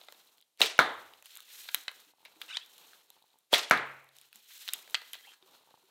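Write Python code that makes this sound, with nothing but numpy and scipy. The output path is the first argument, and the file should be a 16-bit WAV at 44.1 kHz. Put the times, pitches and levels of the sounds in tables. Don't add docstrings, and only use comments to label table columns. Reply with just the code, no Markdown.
import sys
import numpy as np
from scipy import signal
from scipy.fft import rfft, irfft
from scipy.io import wavfile

SR = 44100
rng = np.random.default_rng(int(sys.argv[2]) if len(sys.argv) > 2 else 0)


def undo_db(level):
    steps = np.asarray(level, float) / 20
    return 10 ** steps


def unload_wav(signal):
    wavfile.write(
        sys.argv[1],
        SR,
        np.round(np.clip(np.atleast_2d(signal).T, -1, 1) * 32767).astype(np.int16),
    )


N = 260190

# time in seconds, peak in dB, backing-board hum in dB.
HITS = [
    (.7908, -.5, -85),
    (3.7108, -.5, -50),
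]
# frequency in Hz, density in dB per Hz.
FOLD_COLOUR = [(47, -61.5), (80, -20), (479, -2.5), (555, -6), (853, -2.5), (1500, -7), (1950, -30),
               (3300, -120)]
# frequency in Hz, density in dB per Hz.
SCUFF_COLOUR = [(880, -27), (1500, -11), (2080, -8.5), (3050, -3), (4200, -1.5), (5000, -16), (6500, -40),
                (11000, -120)]


def rms_one(x):
    return x / np.sqrt(np.mean(x ** 2) + 1e-20)


def peak_one(x):
    return x / (np.max(np.abs(x)) + 1e-20)


def at_hz(points, hz, column=1):
    points = np.array(points)
    return np.interp(np.log(hz), np.log(points[:, 0]), points[:, column])


def add(out, s, piece):
    i = max(round(s * SR), 0)
    out[i:i + len(piece)] += piece[:N - i]


def resonance(x, hz, width_hz):
    r = np.exp(-np.pi * width_hz / SR)
    zeros = np.array([1, 0, -1]) * (1 - r * r) / 2
    return signal.lfilter(zeros, [1, -2 * r * np.cos(2 * np.pi * hz / SR), r * r], x)


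def ring(clicks, hz, t60):
    r, w = undo_db(-60 / (t60 * SR)), 2 * np.pi * hz / SR
    return signal.lfilter([0, np.sin(w)], [1, -2 * r * np.cos(w), r * r], clicks + 1e-18)


def band(x, low_hz, high_hz):
    edges = [low_hz, min(high_hz, .45 * SR)]
    return signal.sosfilt(signal.butter(2, edges, "band", fs=SR, output="sos"), x)


def drift(rate_hz):
    r = np.exp(-2 * np.pi * rate_hz / SR)
    return rms_one(signal.lfilter([1], [1, -2 * r, r * r], rng.standard_normal(N + SR))[SR:])


def coloured(spectrum, grain_db, size=N):
    grains = rng.standard_normal(size) * undo_db(grain_db * np.minimum(rng.exponential(1, size), 5))
    hz = np.fft.rfftfreq(size, 1 / SR) + 1
    return rms_one(irfft(rfft(grains) * undo_db(at_hz(spectrum, hz)), size))


def knocks(rows, ring_width_hz, port_db, broad_db, grit):
    out, t = np.zeros(N), np.arange(2048) / SR
    roughness = rng.standard_normal((len(rows), 2048))
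    for (s, db, hz, body_db, snap_db, contact_s), noise in zip(rows, roughness):
        burst = grit * noise * np.exp(-t / np.clip(contact_s, 2e-4, .02))
        burst[0] = -1
        port = resonance(burst, 3750, 750)
        shaft = resonance(burst, hz, ring_width_hz) + undo_db(port_db) * port
        shaft = band(shaft + undo_db(broad_db) * burst, 1200, 4600)
        body = band(band(burst, 550, 1700), 400, 3000)
        top_hz = np.interp(snap_db - db, [-16, -4], [7000, 16000])
        snap = band(burst * np.exp(-t / 0.0018), 3200, top_hz)
        piece = undo_db(db) * peak_one(shaft) + undo_db(body_db) * peak_one(body) + undo_db(snap_db) * peak_one(snap)
        add(out, s - .0001, piece)
    return out


def bowstring():
    # thump time in seconds, swish in dB, thump in dB, thump in Hz, flutter in dB.
    releases = [
        (0.6081, -31, -23, 516.4, -26.5),
        (3.531, -31, -15.5, 538, -25),
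    ]
    # frequency in Hz, density in dB per Hz.
    swish_colour = [(88, -50), (170, -28), (439, -2), (900, -7.5), (2650, 0), (4320, -2), (5790, -5.5),
                    (16000, -18.5)]
    # time in seconds, peak in dB, ring in Hz, body and snap in dB over peak.
    slaps = [(0.6067, -22.5, 3370, 0, 0), (0.6162, -2.5, 3780, -22.5, -9), (.6188, -5.5, 2860, -25, -15),
             (0.7799, -32, 2880, -9, -3), (3.5329, -13.5, 3360, -1.5, -6), (3.5296, -14, 3300, -6, -8),
             (3.538, -3.5, 3400, -18.5, -8.5), (3.5392, -10.5, 2200, -12, -20), (.6235, -16, 1599, -8, -14),
             (3.5439, -6, 3410, -24, -9.5), (3.698, -31.5, 3840, -21, 6), (3.7356, -23, 2170, -1.5, -19.5),
             (3.7755, -21, 2155, -9, -8)]
    # time in seconds, peak in dB, ring in Hz.
    rattle = [(0.628, -23, 3910), (.635, -18.5, 2269), (.646, -24.5, 2200), (0.629, -19.5, 2900),
              (.64, -24, 3286), (0.6596, -20.5, 3472), (0.6653, -26, 3560), (0.6697, -29.5, 4240),
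              (0.6992, -30, 3177), (3.545, -12, 2200), (3.5565, -18, 3840), (3.558, -19, 2150),
              (3.5655, -23, 1700), (3.632, -28.5, 4200), (3.5814, -20, 2804), (3.5876, -22, 2730),
              (3.5929, -20.5, 4220)]
    out, t = np.zeros(N), np.arange(SR // 2) / SR
    since = t - .05
    for s, swish_db, thump_db, thump_hz, flutter_db in releases:
        air = coloured(swish_colour, 1.7, size=len(t))
        swish = undo_db(swish_db) * np.exp(np.minimum(since / 0.0053, -since / 0.0014))
        limb_swing = 2.5 * np.cos(2 * np.pi * 20.8 * (since - .01))
        flutter = undo_db(flutter_db + limb_swing - 60 * (since - .008) / 0.31) * (since > .008)
        push = np.gradient(np.exp(-(since / .0003) ** 2))
        thump = undo_db(thump_db) * peak_one(ring(push, thump_hz, 0.0084))
        add(out, s - .05, air * swish + band(air, 200, 9000) * flutter + thump)
    rows = [(s, db, hz, db + body_db, db + snap_db, 0.00086) for s, db, hz, body_db, snap_db in slaps]
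    rows += [(s, db, hz, db - 11, db - 5, .003) for s, db, hz in rattle]
    return out + knocks(rows, ring_width_hz=240, port_db=-8.0, broad_db=-14.5, grit=0.16)


def pips():
    # time in seconds, peak in dB.
    pops = [(.604, -36), (.6075, -30), (.625, -28), (.629, -28), (.648, -32), (.66, -29.5), (.692, -40),
            (1.738, -49.5), (1.36, -46), (2.662, -50), (3.388, -50), (3.526, -30), (3.5311, -21.5),
            (3.5437, -24), (3.5653, -36.5), (3.583, -25.5), (3.6144, -37.5), (4.909, -42.5), (5.017, -52)]
    out, t = np.zeros(N), np.arange(512) / SR
    for (s, db), noise in zip(pops, rng.standard_normal((len(pops), 512))):
        burst = band(noise * np.exp(-t / 0.00098), 6000, 16000)
        add(out, s - .0005, undo_db(db) * peak_one(band(burst, 6000, 18000)))
    return out


def target():
    # frequency in Hz, level in dB, t60 in seconds.
    foam_modes = [(170, -26, 0.13), (340, -28.5, .04), (750, -14.5, 0.022), (1605, 6.5, 0.008),
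                  (1800, -5.5, 0.016), (2200, -2.5, 0.012), (3800, -7, .004), (5300, -8, .003),
                  (8100, -17.5, 0.0015), (11994, -19.5, 0.0029)]
    blows, hum, t = np.zeros(N), np.zeros(N), np.arange(4096) / SR
    for s, db, hum_db in HITS:
        crunch = 0.027 * rng.standard_normal(len(t)) * np.exp(-t / 0.007)
        crunch[0] = -1
        blow = np.zeros(len(t))
        for hz, level_db, t60 in foam_modes:
            blow += undo_db(level_db + 2 * rng.standard_normal()) * ring(crunch, hz, t60)
        add(blows, s, undo_db(db) * peak_one(band(blow, 260, 16000)))
        add(hum, s + 0.0096, [undo_db(hum_db)])
    floor_bounce = undo_db(-3) * np.roll(blows, round(.0014 * SR))
    return blows + floor_bounce + ring(hum, 136, .85)


def taps():
    # time in seconds, peak in dB, ring in Hz, snap in dB over peak.
    wood_taps = [(0.0138, -41, 3800, -18), (0.0367, -46, 3970, -7), (0.0852, -34.5, 2050, -25),
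                 (0.124, -41, 4030, 5.5), (.1458, -52, 3800, -8), (1.136, -42, 3050, -4),
                 (1.225, -43.5, 2580, 5.5), (1.482, -50, 2280, -11), (1.789, -56.5, 3120, 10),
                 (1.8924, -34, 2036, -8), (1.915, -37.5, 2050, -1), (2.2572, -40, 2520, -5),
                 (2.3593, -50, 2370, -11), (2.481, -46, 3600, -4), (2.8415, -52, 3890, 2),
                 (2.9327, -43, 1343, -11), (4.044, -56.5, 2010, 10.5), (4.0895, -52, 3850, 5.5),
                 (4.358, -50.5, 3136, 15), (4.789, -44, 3720, 3), (4.877, -39.5, 1500, -6),
                 (4.93, -50, 1300, -15), (5.018, -37, 1940, -15), (2.569, -36, 1500, -23),
                 (4.945, -30.5, 2050, -31), (4.686, -40, 1500, -14), (5.1531, -36.5, 3300, -2),
                 (2.449, -48, 1250, -15), (5.319, -48.5, 1258, -13), (1.655, -45, 1250, -15),
                 (5.4255, -48.5, 3800, -10.5)]
    # time in seconds, peak in dB, ring in Hz, snap in dB over peak, contact in seconds.
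    clicks = [(1.258, -39.5, 3700, 8, 0.0017), (1.3654, -36.5, 4260, -1, 0.0003),
              (5.1435, -37.5, 1600, 1, 0.0055), (1.3827, -44.5, 1290, -3, 0.0025),
              (1.391, -45, 1300, -12, 0.0026), (1.4048, -37, 4040, 3, 0.00049),
              (1.6884, -26.5, 2370, -19, 0.0032), (1.7458, -14, 3900, 8, 0.00082),
              (1.7532, -29.5, 2900, 2, 0.0012), (1.881, -23, 3800, -34, 0.0016),
              (2.251, -40, 2420, -0.5, 0.013), (2.4159, -26.5, 3300, -3.5, 0.0023),
              (2.4205, -33, 2750, -4, 0.00095), (2.57, -19.5, 3400, -21, 0.0015),
              (3.1032, -43, 3814, 10, .0006), (4.329, -37.5, 2480, 1, 0.001),
              (4.678, -27, 3700, -20, 0.0017), (4.6829, -29.5, 3160, 4.5, 0.0017),
              (4.6888, -18.5, 3460, -20, 0.0005), (4.694, -28, 3600, -18, 0.0013),
              (4.7354, -27.5, 3760, 17, 0.0031), (4.7403, -31.5, 3300, 5.5, 0.0076),
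              (4.9449, -13.5, 3800, -14, 0.0024), (4.9515, -15, 2900, -20.5, 0.0023),
              (5.133, -31.5, 3200, 9, 0.014)]
    # time in seconds, peak in dB, snap in dB over peak.
    faint_ticks = [(0.274, -53.5, -1), (.382, -49.5, -1), (0.4055, -52, -23), (.413, -58, 11.5),
                   (0.4247, -49.5, -9.5), (0.5748, -53.5, 0), (1.3058, -46, -13), (1.319, -48, -7),
                   (1.3545, -49.5, 14.5), (1.372, -40.5, 10.5), (2.662, -61, 17), (2.7809, -47, 11.5),
                   (3.2244, -55, 3.5), (3.3025, -59.5, -15.5), (4.1666, -48.5, 7.5), (4.1857, -44, 7),
                   (4.214, -49.5, 11.5), (4.726, -40, -3), (4.8984, -44, 5.5)]
    rows = [(s, db, hz, db - 6, db + snap_db, 0.0018) for s, db, hz, snap_db in wood_taps]
    rows += [(s, db, hz, db - 29, db + snap_db, contact_s) for s, db, hz, snap_db, contact_s in clicks]
    ticks = [(s, db, 3900, db - 23.5, db + snap_db, 0.0011) for s, db, snap_db in faint_ticks]
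    touches = knocks(rows, ring_width_hz=600, port_db=-7, broad_db=-11, grit=.3)
    return touches + knocks(ticks, ring_width_hz=500, port_db=-7, broad_db=-22, grit=0.35)


def shaft_rings():
    # frequency in Hz, level in dB, t60 in seconds.
    shaft_modes = [(969, -5, 0.046), (1650, -7.5, 0.036), (2050, 0, 0.024), (2560, -4, 0.024),
                   (3087, -1, 0.024), (3430, -34, 0.019), (3790, -2, 0.027), (4330, -31, .016),
                   (4960, -6, 0.02)]
    # time in seconds, level in dB, best struck mode in Hz, reach in octaves.
    touches = [(.0852, -43.5, 2050, 0.27), (1.6884, -36, 1710, 0.74), (1.7458, -23.5, 3790, 0.44),
               (1.752, -41, 1800, 0.31), (1.881, -28.5, 2800, 0.64), (1.8921, -53, 2050, .6),
               (2.4159, -37.5, 3050, 0.44), (2.5696, -31.5, 3020, 0.55), (4.679, -40, 2500, 0.66),
               (4.6885, -35, 3460, .5), (4.9449, -20.5, 2800, 0.54), (4.9519, -29, 2580, 0.45),
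               (5.018, -44, 1650, 0.51), (5.133, -42, 3100, 0.33)]
    out, click = np.zeros(N), np.r_[-1., np.zeros(2047)]
    for s, db, best_hz, octaves in touches:
        for hz, level_db, t60 in shaft_modes:
            off_best_db = 7.8 * (np.log2(hz / best_hz) / octaves) ** 2
            mode_db = db + level_db + 1.2 * rng.standard_normal() - off_best_db
            add(out, s, undo_db(mode_db) * ring(click, hz, t60))
    return band(band(out, 700, 16000), 500, 18000)


def slides():
    # time in seconds, level in dB.
    drags = [
        [(2.478, -65), (2.484, -48), (2.508, -45), (2.522, -48), (2.545, -47), (2.562, -44), (2.575, -49),
         (2.63, -62), (2.68, -69.5)],
        [(5.22, -74.5), (5.24, -66.5), (5.285, -66.5), (5.34, -52.5), (5.36, -76)],
    ]
    # start in seconds, length in seconds, from Hz, to Hz, level in dB.
    squeaks = [(2.485, .035, 2700, 2900, -48), (2.49, .03, 2000, 2100, -55), (2.498, .022, 1450, 1550, -53),
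               (2.488, .035, 3700, 3900, -53), (2.518, .032, 2300, 2950, -50),
               (2.522, .022, 3500, 3800, -51), (2.538, .028, 2950, 3800, -42),
               (2.532, .034, 4300, 5700, -60), (2.535, .03, 1200, 1700, -58), (2.55, .018, 2100, 2500, -56),
               (2.60, .06, 3100, 3700, -59), (2.605, .03, 2600, 2750, -60), (5.175, .04, 1950, 2050, -67),
               (5.236, .035, 1650, 2400, -63), (5.228, .025, 3150, 3300, -62),
               (5.266, .04, 2680, 2760, -61), (5.268, .045, 3150, 3200, -62),
               (5.314, .018, 3130, 3160, -62), (5.27, .024, 800, 960, -61), (4.8, .05, 800, 3000, -68)]
    out = np.zeros(N)
    for rows in drags:
        s, level_db = np.transpose(rows)
        t = np.arange(s[0], s[0] + 0.23, 1 / SR)
        grip = np.repeat(rng.standard_normal(len(t) // 80 + 1), 80)[:len(t)]
        friction = undo_db(np.interp(t, s, level_db, right=-120) + 2.2 * grip) * rng.standard_normal(len(t))
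        add(out, s[0], band(friction, 1060, 5400) + undo_db(-13.0) * band(friction, 4500, 8400))
    smooth = signal.butter(2, 150, fs=SR, output="sos")
    for s, length, from_hz, to_hz, db in squeaks:
        share = np.arange(round(np.clip(length, .008, .08) * SR)) / (length * SR)
        sway = rms_one(signal.sosfilt(smooth, rng.standard_normal((2, 4096))))[:, -len(share):]
        turn = np.exp(2j * np.pi * np.cumsum(from_hz + (to_hz - from_hz) * share) / SR)
        note = np.real((1.12 + sway[0] + 1j * sway[1]) * turn)
        add(out, s, undo_db(db) * np.sqrt(np.abs(np.sin(np.pi * share))) * note)
    return out


def creaks():
    # time in seconds, peak in dB.
    limb_slips = [(2.136, -65.5), (2.184, -71.5), (2.205, -69), (2.23, -67), (2.283, -66), (2.315, -73),
                  (2.338, -69), (2.368, -72), (2.39, -69), (3.105, -64.5), (3.166, -65), (3.176, -68),
                  (3.221, -69), (3.241, -66), (3.341, -70.5), (3.357, -68.5), (5.541, -64), (5.611, -66.5),
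                  (5.636, -67), (5.674, -65.5), (5.689, -65.5), (5.71, -63), (5.741, -56), (5.776, -68),
                  (5.829, -70)]
    # frequency in Hz, level in dB, t60 in seconds.
    limb_modes = [(560, -4, .03), (800, 4, .03), (880, 10, 0.04), (940, 7, 0.03), (1050, -1, .025),
                  (1800, -10, 0.03)]
    slips, t = np.zeros(N), np.arange(800) / SR
    for s, db in limb_slips:
        slip = 0.022 * rng.standard_normal(800) * np.exp(-t / 0.0094)
        slip[:14] += np.hanning(14) / 6
        add(slips, s, undo_db(db - 9.0) * slip)
    return sum(undo_db(db) * ring(slips, hz, t60) for hz, db, t60 in limb_modes)


def jacket():
    # time of full speed in seconds, sleeve scuff in dB,
    # swell and fade by 20 dB in seconds, coat folds in dB over scuff.
    gestures = [(.08, -67, 2, 0.38, -5), (.95, -66.5, -0.11, 0.18, -7), (1.14, -70, -0.18, 0.12, -4.5),
                (1.25, -63, 0.01, 0.22, -21), (1.37, -68, 0.07, 0.23, -12.5), (1.602, -56, 0.14, 0.25, -18),
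                (1.791, -61, 0.07, 0.09, -11.5), (1.98, -64.5, 0.13, 0.12, -8),
                (2.1, -70.5, 0.03, 0.03, -9), (2.329, -70, 0.2, -0.14, -2.5),
                (2.461, -62, 0.07, -0.0555, -4), (2.82, -65, 0.31, 0.25, -5.5),
                (3.1, -75, -0.45, 0.42, -5.5), (3.87, -70, 0.03, 0.24, -8), (4.2, -68, -0.11, 0.16, -9),
                (4.36, -65.5, -0.03, 0.12, -14), (4.601, -56, 0.155, 0.16, -22),
                (4.768, -61, 0.06, 0.08, -5), (4.92, -63.5, 0.18, 0.13, -6),
                (5.05, -72.5, -0.08, 0.19, -12), (5.199, -64, 0.23, 0.19, -10.5), (5.46, -72, 0, 0.18, -2),
                (5.78, -74, 0.65, 4, -1.5)]
    # frequency in Hz, density in dB per Hz.
    nylon_colour = [(2940, -39.5), (5000, -1), (6960, -1), (10900, -4.5), (13800, 1), (16000, -7.5)]
    even_db = -64
    t, folding, scuffing, hissing = np.arange(0, N + 64, 64) / SR, 0, 0, 0
    for s, db, swell, fade, folds_db in gestures:
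        away = np.abs((t - s) / np.where(t < s, swell, fade))
        speed = undo_db(db - 20 * away ** 3)
        folding = folding + undo_db(folds_db) * speed
        scuffing = scuffing + speed
        hissing = hissing + undo_db(0.24 * (db - even_db)) * speed
    folding, scuffing, hissing = [np.interp(np.arange(N) / SR, t, v) for v in (folding, scuffing, hissing)]
    shared = 1.5 * drift(30)
    folds = folding * undo_db(shared + 1.5 * drift(30)) * coloured(FOLD_COLOUR, 2.5)
    cloth, rub = coloured(SCUFF_COLOUR, 1.8), 0
    for k, low_hz in enumerate(800 * 1.5 ** np.arange(5)):
        rub = rub + undo_db(drift(9)) * band(cloth, low_hz, 1.5 * low_hz) * (-1) ** k
    crackle = rng.random(N) < 400 * undo_db(6 * drift(15)) / SR
    crackle = crackle * undo_db(6.1 * rng.standard_normal(N))
    scuff = scuffing * (undo_db(shared + 1.53 * drift(57)) * rms_one(rub) + 4 * band(crackle, 1000, 7000))
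    nylon = hissing * undo_db(shared + 1.7 * drift(78)) * coloured(nylon_colour, 1.5)
    snaps = (rng.random(N) < 140 / SR) * np.sqrt(hissing) * undo_db(-19 + 4 * rng.standard_normal(N))
    whistle = rms_one(band(rng.standard_normal(N), 11500, 14000))
    sheen = undo_db(-23.5) * hissing ** 2 / undo_db(even_db) * whistle
    return folds + scuff + nylon + sheen + band(snaps, 5000, 16000)


def planks():
    # time in seconds, peak in dB, note in Hz.
    groans = [(1.767, -63, 305.4), (2.07, -68, 298.6), (2.363, -62, 319), (2.437, -63, 320),
              (4.352, -69.5, 214), (.64, -36, 445), (3.55, -36, 579.6), (5.426, -60.5, 376),
              (5.836, -64.5, 379)]
    out, push = np.zeros(N), np.zeros(SR // 4)
    push[:60] = np.hanning(60) / 30
    for s, db, hz in groans:
        add(out, s, undo_db(db) * ring(push, hz, 0.19))
    return out


def barn_wash():
    out, t = np.zeros(N), np.arange(SR // 2) / SR
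    for s, *_ in HITS:
        shake = coloured(FOLD_COLOUR, 2.5, size=len(t))
        shake = shake + undo_db(-2.5) * coloured(SCUFF_COLOUR, 1.3, size=len(t))
        add(out, s, undo_db(-32 - 60 * t / 0.3) * np.minimum(t / .07, 1) * shake)
    return out


def wall_rumble():
    out, t = np.zeros(N), np.arange(SR) / SR
    for s, *_ in HITS:
        rumble = rms_one(band(rng.standard_normal(SR), 38, 115))
        add(out, s, undo_db(-60 - 60 * t / 0.9) * np.minimum(t / 0.008, 1) * rumble)
    return out


def thuds():
    # frequency in Hz, density in dB per Hz.
    thud_colours = [
        [(40, -42), (313, -11.5), (1100, -4), (2000, -7), (2600, -18), (3760, -7.5), (4900, -26), (16000, -36)],
        [(40, -47), (122, -19), (700, -9.5), (1500, -4), (2200, -5), (3180, -16.5), (5020, -26), (16000, -40)],
    ]
    thud_levels = [-1, -0.5]
    out, hz = np.zeros(N), np.fft.rfftfreq(2048, 1 / SR) + 1
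    for (s, *_), spectrum, db in zip(HITS, thud_colours, thud_levels):
        cepstrum = irfft(np.log(undo_db(at_hz(spectrum, hz))))
        folded = cepstrum * np.r_[1, [2] * 1023, 1, [0] * 1023]
        pulse = irfft(np.exp(rfft(folded)))
        add(out, s, undo_db(db + 7) * pulse / np.sqrt(np.sum(pulse ** 2)))
    return out


def barn(x):
    # frequency in Hz, t60 in seconds, level in dB.
    barn_decay = [(70, 0.2, 0), (284, 0.51, 1), (600, 0.63, -2.5), (1500, 0.49, 3), (2800, 0.66, -6.5),
                  (4570, 0.3, 1), (8000, 0.41, -3.5), (16010, 0.24, -1.5)]
    t, tail = np.arange(SR) / SR, 0
    lumps_db = 5.2 * np.minimum(rng.exponential(1, SR), 4) * np.exp(-t / 0.032)
    white = rng.standard_normal((2, SR)) * undo_db(lumps_db)
    edges = 4600 * 2 ** (np.arange(-20, 8) / 3)
    for k, (low, high) in enumerate(zip(edges[:-1], edges[1:-1])):
        middle = np.sqrt(low * high)
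        third = band(band(white[k % 2], low, high), low / 1.113, high * 1.1)
        tail = tail + third * undo_db(at_hz(barn_decay, middle, column=2) - 60 * t / at_hz(barn_decay, middle))
    tail = tail * np.clip((t - .002) / .004, 0, 1)
    return signal.fftconvolve(x, tail / np.sqrt(np.sum(tail ** 2)))[:N]


def room_air():
    # frequency in Hz, density in dB per Hz.
    air_colour = [(35, -39), (60, -8.5), (862, -1), (1700, -9.5), (3850, -0.5), (4640, -5), (13300, -5),
                  (16000, -17.5)]
    return undo_db(-80.5) * coloured(air_colour, .1)


def scene():
    string = band(bowstring(), 170, 19000) + pips()
    handling = taps() + slides() + shaft_rings()
    sent = thuds() + undo_db(-12.5) * string + undo_db(-14.5) * band(handling, 100, 6900)
    close = target() + string + handling + creaks() + jacket()
    building = planks() + barn_wash() + wall_rumble() + room_air() + barn(sent)
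    return (close + building)[None]


def top_cut(x):
    return signal.sosfilt(signal.butter(12, 16980, fs=SR, output="sos"), x)


def record(dry):
    x = signal.sosfilt(signal.butter(2, 100, "high", fs=SR, output="sos"), dry)
    rounded = .9 * np.tanh(x / .9)
    mix = signal.sosfilt(signal.cheby2(14, 24, 16000, fs=SR, output="sos"), rounded)
    return top_cut(mix)


dry = scene()
out = record(dry)
unload_wav(out)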